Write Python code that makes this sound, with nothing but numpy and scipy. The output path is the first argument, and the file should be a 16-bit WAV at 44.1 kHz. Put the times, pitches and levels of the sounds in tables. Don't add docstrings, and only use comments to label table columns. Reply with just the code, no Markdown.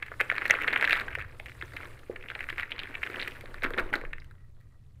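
import sys
import numpy as np
from scipy import signal
from scipy.fft import rfft, irfft, next_fast_len
from scipy.io import wavfile
from scipy.ndimage import uniform_filter1d, map_coordinates

SR = 44100
rng = np.random.default_rng(int(sys.argv[2]) if len(sys.argv) > 2 else 0)


def invert_db(x):
    u = np.asarray(x, float) / 20
    return 10 ** u


def waveform_to_disk(signal):
    frames = np.transpose(np.atleast_2d(signal))
    scaled = np.clip(frames, -1, 1) * 32767
    samples = np.round(scaled).astype(np.int16)
    wavfile.write(sys.argv[1], SR, samples)


N = 220498

# time_s [s], falling_db [dB], sliding_db [dB]
STREAM = [(0.0, -53, -77), (0.19, -56, -68), (0.42, -43.5, -67), (0.54, -37.5, -66), (0.85, -35, -68),
          (1.08, -41, -68.5), (1.21, -49.5, -78), (1.45, -67.5, -70), (1.63, -55.5, -69),
          (1.85, -48.5, -66), (1.99, -61, -73), (2.21, -58, -74.5), (2.34, -49.5, -70),
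          (2.45, -55.5, -68.5), (2.77, -46, -76.5), (3.02, -51.5, -67.5), (3.15, -40.5, -65),
          (3.23, -42.5, -65), (3.44, -54.5, -70.5), (3.7, -53.5, -73), (3.84, -51, -73), (3.99, -56, -77.5),
          (4.41, -80.5, -86), (5.0, -83, -86)]


def unit(x):
    return x / np.sqrt(np.mean(x ** 2) + 1e-20)


def along(points, hz):
    f, v = np.transpose(points)
    return np.interp(np.log(hz + 1), np.log(f + 1), v)


def curves(rows):
    s, *cols = np.transpose(rows)
    return [np.interp(np.arange(N) / SR, s, c) for c in cols]


def wobble(rate):
    knots = rng.standard_normal(int(N * rate / SR) + 4)
    return map_coordinates(knots, [np.arange(N) * rate / SR])


def humps(rows):
    t = np.arange(N) / SR
    return sum(invert_db(db) * np.exp(-((t - s) / half) ** 2) for s, db, half in rows)


def coloured(x, spectrum):
    m = next_fast_len(N + 8192)
    hz = np.fft.rfftfreq(m, 1 / SR)
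    closed = [(spectrum[0][0] / 2, -120), *spectrum, (spectrum[-1][0] * 2, -120)]
    return irfft(rfft(x, m) * invert_db(along(closed, hz)), m)[:N]


def noise(spectrum):
    return unit(coloured(rng.standard_normal(N), spectrum))


def patchy(x, depth_db):
    z = signal.stft(x, nperseg=256)[2]
    field = uniform_filter1d(rng.standard_normal(z.shape), size=10, axis=0)
    field = uniform_filter1d(field, size=8, axis=1)
    return unit(signal.istft(z * invert_db(depth_db * unit(field)), nperseg=256)[1][:N])


def blips(s, db, hz, turns, swell, size):
    rise = (turns / hz)[:, None]
    u = np.arange(size) / SR / rise
    phase = rng.random((len(s), 1))
    wave = (u * np.exp(1 - u)) ** swell * np.sin(2 * np.pi * (turns * u + phase))
    at = np.round((s[:, None] - rise) * SR).astype(int) + np.arange(size)
    return np.bincount(np.clip(at, 0, N).ravel(), (invert_db(db)[:, None] * wave).ravel(), N + 1)[:N]


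def spikes(s, db):
    return np.bincount(np.clip(np.round(s * SR).astype(int), 0, N - 1), invert_db(db), N)


def fading(x, t60):
    return signal.lfilter([1], [1, -invert_db(-60 / (t60 * SR))], x)


def background():
    # pitch_hz [Hz], relative_level_db [dB per Hz]
    air_colour = [(4, -19), (8, 2), (20, 1), (27, -13), (40, -33.5)]
    rumble_colour = [(28, -8.5), (45, -6.5), (62, 0.5), (80, -1.5), (135, -5), (150, -21), (220, -40)]
    hiss_colour = [(88, -34), (150, 7), (400, -12.5), (433, -5.5), (459, -21), (780, -20), (913, -24.5),
                   (7610, -33), (16400, -43)]
    # peak_s [s], level_db [dB], half_length_s [s]
    swings = [(3.45, -47.5, 0.094), (3.8, -36, 0.14), (4.1, -41.5, 0.1)]
    # peak_s [s], level_db [dB], half_length_s [s]
    swells = [(1.17, -45.5, 0.11), (1.6, -50.5, 0.32), (3.75, -58, 0.12), (4.35, -52.5, .15)]
    air_level = invert_db(-49.5 + 3.1 * wobble(2.1)) + humps(swings)
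    air = air_level * noise(air_colour)
    rumble = np.hypot(invert_db(-54), humps(swells)) * noise(rumble_colour)
    hum_level = invert_db(-61 + 2.5 * wobble(3.9))
    hum = hum_level * np.sin(2 * np.pi * 119.5 * np.arange(N) / SR)
    hiss = invert_db(-69) * noise(hiss_colour)
    return air + rumble + hum + hiss


def rub():
    # [dB, relative]
    resonances = [(1257, 99, -6.5), (1910, 33, 3)]
    # peak_s [s], level_db [dB], half_length_s [s]
    strokes = [(4.29, -74, 0.059), (4.42, -69, .04), (4.63, -74, 0.044), (4.73, -73, 0.028),
               (4.85, -87, .06)]
    tones = 0
    for hz, width, db in resonances:
        resonator = signal.iirpeak(hz, hz / width, SR)
        tones = tones + invert_db(db) * signal.lfilter(*resonator, rng.standard_normal(N))
    return humps(strokes) * invert_db(1.1 * wobble(50)) * unit(tones)


def box_knocks():
    # peak_s [s], push_db [dB], pitch_hz [Hz]
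    knocks = [(0.118, -36, 520.0), (0.214, -28, 550), (0.324, -30.5, 604), (0.456, -35, 600.0),
              (0.5, -26, 617), (0.506, -38, 780), (0.539, -29, 590), (0.558, -34, 484), (0.684, -32.5, 484),
              (0.73, -32, 637), (0.806, -36, 800.0), (0.812, -36, 600.0), (0.929, -38, 630.0),
              (1.177, -34, 517), (1.401, -37.5, 625), (1.632, -40.5, 347), (2.099, -25.5, 460.0),
              (2.122, -44, 506), (2.138, -40, 490.0), (2.36, -37.0, 620), (2.527, -40.5, 360),
              (3.101, -37.0, 410.0), (3.124, -43, 390.0), (3.283, -39.5, 390.0), (3.44, -39.0, 520),
              (3.629, -34, 504), (3.65, -25, 330), (3.665, -37, 304), (3.71, -33, 460.0),
              (3.742, -30.5, 440.0), (3.77, -34, 374), (3.786, -28, 505), (3.8, -33, 460.0),
              (3.862, -37, 380.0), (3.925, -34, 295), (3.929, -33.0, 750), (3.941, -34.5, 750),
              (3.958, -31, 330.0), (3.962, -34.5, 750), (3.975, -40, 360.0), (4.019, -39, 460.0),
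              (4.04, -35, 480)]
    # pitch_hz [Hz], level_db [dB over the push, before losses], t60_s [s]
    wall_modes = [(274, -9.5, 0.18), (374.6, -8.5, 0.13), (460, -3.5, 0.04), (520, -15.5, 0.04),
                  (660, -4, 0.062), (829, 1.5, 0.05)]
    off_pitch_db = 24
    s, db, hz = np.transpose(knocks)
    push = blips(s, db, hz, turns=0.72, swell=1.0, size=1500)
    octaves_away = np.abs(np.log2(np.transpose(wall_modes)[0] / hz[:, None]))
    strengths_db = rng.normal(0, 2.2, octaves_away.shape) - off_pitch_db * octaves_away
    t = np.arange(SR // 4) / SR
    rings = 0
    for (mode_hz, level, t60), strength_db in zip(wall_modes, strengths_db.T):
        onset = 1 - np.exp(-t / 0.0012)
        ring = invert_db(-60 * t / t60) * np.sin(2 * np.pi * mode_hz * t) * onset
        hits = spikes(s - .002, db + level + strength_db)
        rings = rings + signal.fftconvolve(hits, ring)[:N]
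    return push + rings


def box_drumming():
    # pitch_hz [Hz], relative_level_db [dB per Hz]
    box_colour = [(130, -15), (200, -9.5), (300, -2.5), (500, -3.5), (800, -11), (1200, -9.5),
                  (2000, -35.5)]
    # start_s [s], peak_drumming_db [dB]
    shakes = [(3.629, -41.5), (3.761, -37.5), (3.918, -41)]
    shake_s = 0.023
    shaken = 0
    for start, db in shakes:
        u = np.maximum(np.arange(N) / SR - start, 0) / shake_s
        shaken = shaken + invert_db(db) * u * np.exp(1 - u)
    falling_db, sliding_db = curves(STREAM)
    drive = invert_db(falling_db - 12.5) + invert_db(sliding_db + 10) + shaken
    return drive * unit(invert_db(3.05 * wobble(40)) * noise(box_colour))


def patter(count=5000):
    # pitch_hz [Hz], relative_level_db [dB per Hz]
    scuff_colour = [(2500, -2.5), (4000, 1), (6000, -10.5), (9000, -4), (15000, -9), (16400, -14.5)]
    s = np.sort(rng.random(count)) * N / SR
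    grain_tune, tick_tune = rng.standard_normal((2, count))
    grain_size, tick_size = np.minimum(rng.exponential(size=(2, count)), 4)
    grain_hz = 1900 * np.exp(0.25 * grain_tune)
    grains = blips(s, 3.7 * grain_size, grain_hz, turns=1.3, swell=0.55, size=300)
    clumped = invert_db(1.3 * wobble(60)) * grains
    tick_hz = np.clip(5500 * np.exp(0.66 * tick_tune), 2500, 14000)
    ticks = blips(s, 6 * tick_size, tick_hz, turns=1.8, swell=1.4, size=200)
    scuff = patchy(noise(scuff_colour), depth_db=2.0) + invert_db(-3) * unit(ticks)
    falling_db, sliding_db = curves(STREAM)
    return invert_db(falling_db - 7) * unit(clumped) + invert_db(sliding_db + 3.5) * unit(scuff)


def lesser_landings(count=600):
    s = rng.random(count) * N / SR
    size, tune, upper, snap = np.clip(rng.standard_normal((4, count)), -2, 2)
    db = np.interp(s, *np.transpose(STREAM)[:2]) + 8.5 + 4.5 * size
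    hz = 1900 * np.exp(.13 * tune)
    upper_db = -24 + 6 * upper
    snap_db = -29.5 + 5 * snap
    return np.c_[s, db, hz, upper_db, snap_db]


def landings(bounces=4):
    # peak_s [s], peak_db [dB], pitch_hz [Hz],
    # upper_mode_db [dB over the peak], edge_snap_db [dB over the peak]
    clearest = [(0.0257, -24, 1740, -9, -37), (0.0279, -19.5, 2060, -21, -29.5),
                (0.0644, -34.0, 1980.0, -20, -18), (0.0837, -31.5, 1830, -29, -33),
                (0.1185, -26.5, 1570.0, -30, -44), (0.1399, -33, 1700, -31, -38.0),
                (0.1979, -26, 1910.0, -27.5, -28.5), (0.2027, -11, 1910, -32, -39),
                (0.2074, -11.0, 1800, -38, -24), (0.2122, -9.5, 2180, -21, -25.5),
                (0.2955, -30, 1800, -22.0, -31.0), (0.3004, -9.5, 1880, -24, -37),
                (0.3023, -23.5, 1750, -16.5, -31.0), (0.3158, -13, 1690.0, -22, -40),
                (0.3243, -20.5, 1960, -22.0, -30), (0.3454, -27, 1540, -16, -37.0),
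                (0.3544, -24, 2000.0, -24, -27), (0.3646, -22.0, 2030, -22, -29.0),
                (0.3748, -26, 1690.0, -29.0, -39.5), (0.382, -13.5, 1850, -15, -38),
                (0.4138, -22, 1900, -17, -32), (0.4201, -16.5, 1800, -25.0, -42),
                (0.4284, -27, 1880.0, -28.5, -37), (0.4416, -43, 1900, -31.0, -38),
                (0.4554, -13, 2050, -21.5, -35), (0.4618, -20, 2020, -18.0, -22),
                (0.4806, -28, 1880.0, -22, -11), (0.4993, -11.5, 1810, -12, -28.0),
                (0.5019, -29, 1640, -20.5, -31.5), (0.5089, 1, 2054, -25, -33.5),
                (0.515, -27, 1810.0, -27, -32.0), (0.5246, -30, 1820, -23.5, -32.0),
                (0.5283, -29, 1970, -25, -34), (0.5315, -23, 1650, -21.0, -38),
                (0.5401, -18, 1440, -20, -32), (0.5485, -22, 2020.0, -25.0, -40),
                (0.552, -17.0, 2150.0, -27, -43), (0.5561, -25, 2040.0, -27.0, -36),
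                (0.5695, -27, 1680.0, -19, -35.0), (0.6015, -24, 1660.0, -18, -30.0),
                (0.6164, -18.0, 2050, -31, -38), (0.6449, -16, 1760, -33, -39),
                (0.6742, -21, 1770, -30.0, -29.5), (0.6783, -13.5, 1860.0, -14, -33),
                (0.6814, -13.5, 2070, -10, -38), (0.6838, -15, 1910.0, -15, -31.5),
                (0.6862, -23, 1920, -21.5, -27), (0.7074, -24, 1950.0, -33.0, -32.0),
                (0.7307, -18, 2240, -8, -27.0), (0.7348, -12.5, 1820, -21.0, -34),
                (0.7398, -17.5, 2020.0, -24, -30), (0.7448, -25, 1760, -29, -35),
                (0.7608, -12.5, 2300, -12.5, -35), (0.7632, -12.5, 1690.0, -31, -41),
                (0.7746, -20, 1970, -18, -36), (0.7769, -23, 2000, -10, -24),
                (0.7981, -20.0, 1780, -26.0, -41), (0.8121, -15.5, 2100.0, -17, -27.0),
                (0.8179, -28, 2060, -19.0, -37.5), (0.8262, -8.5, 1910.0, -22, -32.0),
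                (0.8435, -9.5, 1860, -23, -33), (0.8477, -19.0, 1900.0, -24.0, -33),
                (0.8498, -17, 1940, -12, -25), (0.8527, -21.0, 2640.0, -6, -24),
                (0.862, -35, 1960.0, -27.0, -28.5), (0.8763, -11.5, 2080, -18, -31),
                (0.8972, -13, 1980, -15, -26.0), (0.9087, -10, 2190, -11.5, -25.5),
                (0.9205, -21, 1980, -20.5, -20), (0.9238, -14, 2310, -13, -30),
                (0.9302, -7.5, 2020, -8.5, -23.5), (0.9394, -17.5, 1950, -21.0, -24),
                (0.9438, -22.0, 1900, -18.0, -33), (0.9496, -20, 1850, -18.0, -28),
                (0.9551, -20, 1900, -7, -37), (0.9633, -21, 1640, -20.0, -23),
                (0.9683, -24, 1530, -25, -25), (0.9714, -19.5, 1890.0, -12, -30.0),
                (0.9903, -27, 1830.0, -34, -39), (0.9995, -21.5, 1980, -7, -26),
                (1.0094, -25, 1830.0, -24, -22), (1.0141, -21.5, 1790, -27, -28.0),
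                (1.0179, -25, 1960, -24.0, -29.0), (1.0825, -22, 1850, -29, -37),
                (1.1061, -32, 2130, -26, -38), (1.1307, -27.0, 2120, -22.0, -40),
                (1.1531, -16, 2080, -31, -27.5), (1.1868, -25.5, 1760, -19.0, -26),
                (1.1931, -30, 1580.0, -26.0, -35.0), (1.1958, -29, 2060, -22, -28),
                (1.204, -25, 1950.0, -28, -28), (1.2135, -25, 2170, -27, -31),
                (1.223, -27.5, 1820, -25, -25), (1.2481, -32.5, 1710.0, -31, -25.0),
                (1.3996, -25.5, 2200, -16, -22.5), (1.46, -30.0, 2050, -11, -19),
                (1.4657, -31, 2060, -23.0, -25.0), (1.4844, -33.5, 2220.0, -19.0, -30),
                (1.4966, -33, 1990.0, -13, -20), (1.5189, -34, 2030.0, -25, -27.0),
                (1.6134, -25, 2170, -15, -32), (1.6249, -23.5, 1660.0, -10, -35),
                (1.7362, -36.0, 1620.0, -30.0, -17), (1.7663, -29, 2140.0, -8, -18),
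                (1.7695, -23.5, 2140, -24, -31), (1.8329, -28, 1900.0, -24, -31),
                (1.8556, -32.5, 1790, -11, -35), (1.9944, -45.5, 3030.0, -16.0, -7),
                (2.1602, -30.5, 1970.0, -18.0, -33.0), (2.1622, -27, 2060, -26, -34),
                (2.2107, -36.5, 2310.0, -26, -30.0), (2.2269, -33.5, 2380.0, -17, -25.0),
                (2.2394, -34.0, 1760, -20, -30.0), (2.2602, -32.5, 1940, -24, -31),
                (2.2864, -26.5, 2500, -29, -35), (2.302, -23.5, 1790, -9, -31.0),
                (2.306, -33, 2300, -12, -33), (2.3136, -30, 1860, -19, -32),
                (2.3179, -29.0, 1540, -22.0, -34), (2.3522, -23, 2350, -13, -34),
                (2.3541, -27.5, 1740.0, -20, -33), (2.3922, -27, 1930.0, -16, -32),
                (2.4068, -21, 2000, -19, -32), (2.409, -27, 2070.0, -29.0, -30.0),
                (2.419, -33, 2080, -27, -30.0), (2.4293, -29.0, 2040.0, -20.0, -29.0),
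                (2.4417, -25, 1920.0, -29, -26), (2.4685, -35.0, 1910.0, -27.0, -29.0),
                (2.4893, -21, 1860, -26, -27), (2.4961, -28, 2430, -13.0, -27),
                (2.5, -25.0, 2480.0, -19, -24), (2.503, -21.5, 1820, -12.5, -25.5),
                (2.528, -26.5, 2020, -22.0, -29), (2.582, -19, 2080, -25, -31),
                (2.584, -22.5, 1900.0, -18, -32), (2.5897, -25, 2000, -16.0, -30),
                (2.5936, -25, 1700, -18, -35), (2.5979, -17.5, 1860, -11, -27.5),
                (2.6065, -28, 2300, -17, -21), (2.6105, -26, 2120, -12.5, -27),
                (2.625, -26, 2070.0, -16.0, -28), (2.6321, -18.5, 2000, -21.0, -35.0),
                (2.6376, -32, 1710.0, -27.0, -37.0), (2.7105, -33, 2560, -5, -20.0),
                (2.7191, -21, 2480, -7.5, -34), (2.7241, -29, 2540, -0.5, -35),
                (2.7821, -29, 2140, -10.0, -32), (2.7927, -22, 2790, -7.0, -32),
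                (2.7951, -27, 2850.0, -22, -36), (2.7998, -28.5, 2640.0, -3, -22),
                (2.8344, -27.5, 2480, -6, -21), (2.9434, -30, 2140.0, -27, -30),
                (2.9533, -19.5, 2330, -23, -39), (2.9811, -34, 1880.0, -23.0, -28),
                (3.02, -32, 2160, -19.0, -30.0), (3.0309, -25, 2160.0, -18.0, -25),
                (3.0328, -16, 2020, -28, -34), (3.0357, -20, 2340, -23, -39), (3.0649, -24, 1900, -16, -30),
                (3.0734, -27.0, 1780, -14, -27), (3.101, -26.5, 1840, -18, -27.0),
                (3.16, -28, 2650, -9, -23), (3.1957, -30, 2650, -14, -31), (3.1991, -24, 2170, -3, -31.0),
                (3.2015, -26, 2240, -19, -33.0), (3.2039, -26, 1880, -21.0, -32),
                (3.2087, -27, 2050, -10, -27), (3.2156, -27.5, 2280, 2, -31), (3.2251, -22, 2030, -15, -29),
                (3.23, -30, 3120.0, 2, -27), (3.2479, -29, 1960, -10, -30), (3.2761, -21, 2020.0, -24, -40),
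                (3.2802, -25, 2030, -7, -13.5), (3.311, -33.5, 2660, -6, -19),
                (3.4104, -33, 2000.0, -16.0, -12.5), (3.4584, -35.0, 1930, -7, -31),
                (3.544, -29.0, 1500, -13, -19.5), (3.6225, -27, 1980.0, -10, -34),
                (3.6266, -35, 2070, -14.0, -35), (3.6358, -17, 2040, -33, -21),
                (3.6395, -21, 1600, -16, -21.5), (3.6427, -20.5, 2090.0, -12, -23.0),
                (3.6445, -17.5, 2110, -20, -26), (3.6492, -16, 1550, -15, -33),
                (3.652, -20.5, 1570.0, -21, -35), (3.6548, -36, 1680, -23.0, -31.0),
                (3.6584, -26.5, 1560, -16, -35), (3.6624, -20.5, 1540, -17, -37),
                (3.6681, -26, 1670, -25.0, -30), (3.7064, -26, 1550, -15, -19.5),
                (3.7369, -25.5, 1810, -6.5, -42), (3.7444, -25, 1650, -32, -35),
                (3.7782, -20, 1650.0, -32, -26.0), (3.7814, -21, 2070, -22.0, -35),
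                (3.7844, -17.5, 1910.0, -8, -34), (3.7864, -17.5, 2030, -29, -32.0),
                (3.7902, -18.5, 1540, -16, -36), (3.7923, -21, 1550, -31, -35.5),
                (3.7947, -18.5, 1900, -24, -23), (3.7985, -19, 1490, -16, -20),
                (3.8041, -22, 1770, -28, -25), (3.8063, -32, 1500, -18, -23),
                (3.8497, -39, 1930.0, -13, -31.0), (3.9301, -22, 2100, -13.0, -32),
                (3.9322, -29.0, 1800, -10, -39.0), (3.9357, -28, 2070, -21, -22.0),
                (3.9389, -13, 1790.0, -34, -25.5), (3.9429, -17.5, 1800.0, -12.5, -31.0),
                (3.9467, -30.0, 1610, -22, -30), (3.9558, -20.5, 1620, -5, -23.5),
                (3.9593, -28.5, 2100, -18, -22.0), (3.9612, -29.0, 1630.0, -19, -18),
                (3.9662, -31, 1780.0, -29, -25), (4.0141, -28.5, 1950, -30, -27),
                (4.0379, -34.5, 1400.0, -31.0, -43), (4.0518, -27.0, 2030, -32, -32),
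                (4.1305, -42, 1960, -36.0, -39.0), (4.1329, -21.5, 2100, -21.5, -33),
                (4.1831, -33.0, 1840, -20.0, -30), (4.2012, -42.5, 4060, -13, -22),
                (4.2206, -40, 2060, -30, -33), (4.2456, -50.5, 1610, -1, -5),
                (4.3117, -43.5, 1600, -15.5, -17), (4.3534, -55, 1520.0, -8, -21.5),
                (4.6054, -62, 1930, -13.0, -5), (4.6119, -58, 1880.0, -17, -6)]
    # pitch_hz [Hz], relative_level_db [dB per Hz]
    snap_colour = [(2500, -24), (4000, 7), (6000, -9.5), (7500, -6.5), (15000, -7), (16400, -20.5)]
    s, db, hz, upper_db, snap_db = np.r_[clearest, lesser_landings()].T
    count = len(s)

    ring = blips(s, db, hz, turns=1.5, swell=4.03, size=400)
    upper_hz = 2900 + 1100 * rng.random(count)
    upper = blips(s, db + upper_db, upper_hz, turns=2.0, swell=2.0, size=200)
    snap = fading(spikes(s - .0004, db + snap_db), 0.0073) * noise(snap_colour)

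    early = s - .003 * (0.392 + rng.random(count))
    corner = blips(early, db - 18.5, hz, turns=1.6, swell=1.4, size=300)
    corner_snap = fading(spikes(early, db + snap_db - 5.5), 0.01) * noise(snap_colour)

    thud_hz = 750 * np.exp(0.33 * rng.standard_normal(count).clip(-2, 2))
    thud = blips(s, db - 25, thud_hz, turns=.8, swell=1.2, size=400)

    late, tune, loss = rng.random((3, count, bounces))
    late = 0.000983 + 0.011 * late ** 1.8
    bounce_s = s[:, None] + late
    bounce_db = db[:, None] - 3.0 - 1300 * late - 8 * loss
    bounce_hz = hz[:, None] * np.exp(0.47 * (tune - .5))
    rattle = blips(bounce_s.ravel(), bounce_db.ravel(), bounce_hz.ravel(), turns=1.5, swell=2.6, size=300)
    return corner + corner_snap + thud + ring + upper + snap + rattle


def room(x):
    # pitch_hz [Hz], t60_s [s]
    decay = [(300, 0.83), (2000, 0.25), (10000, 0.38)]
    hz, t, z = signal.stft(rng.standard_normal(SR // 2), SR, nperseg=256)
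    dying = invert_db(-60 * t / along(decay, hz)[:, None])
    tail = signal.istft(z * dying, SR, nperseg=256)[1]
    return signal.fftconvolve(np.pad(x, (200, 0)), tail / np.linalg.norm(tail))[:N]


def scene():
    near = landings() + patter() + box_knocks() + box_drumming() + rub()
    return (near + invert_db(-13.5) * room(near) + background())[None]


def top_cut(x):
    return signal.sosfilt(signal.butter(12, 16510, fs=SR, output="sos"), x)


def record(dry):
    top, hard = .53, 6
    clipped = dry / (1 + np.abs(dry / top) ** hard) ** (1 / hard)
    band_limit = signal.ellip(8, .3, 30, 15600, fs=SR, output="sos")
    kept = signal.sosfilt(band_limit, clipped)
    return top_cut(kept)


dry = scene()
out = record(dry)
waveform_to_disk(out)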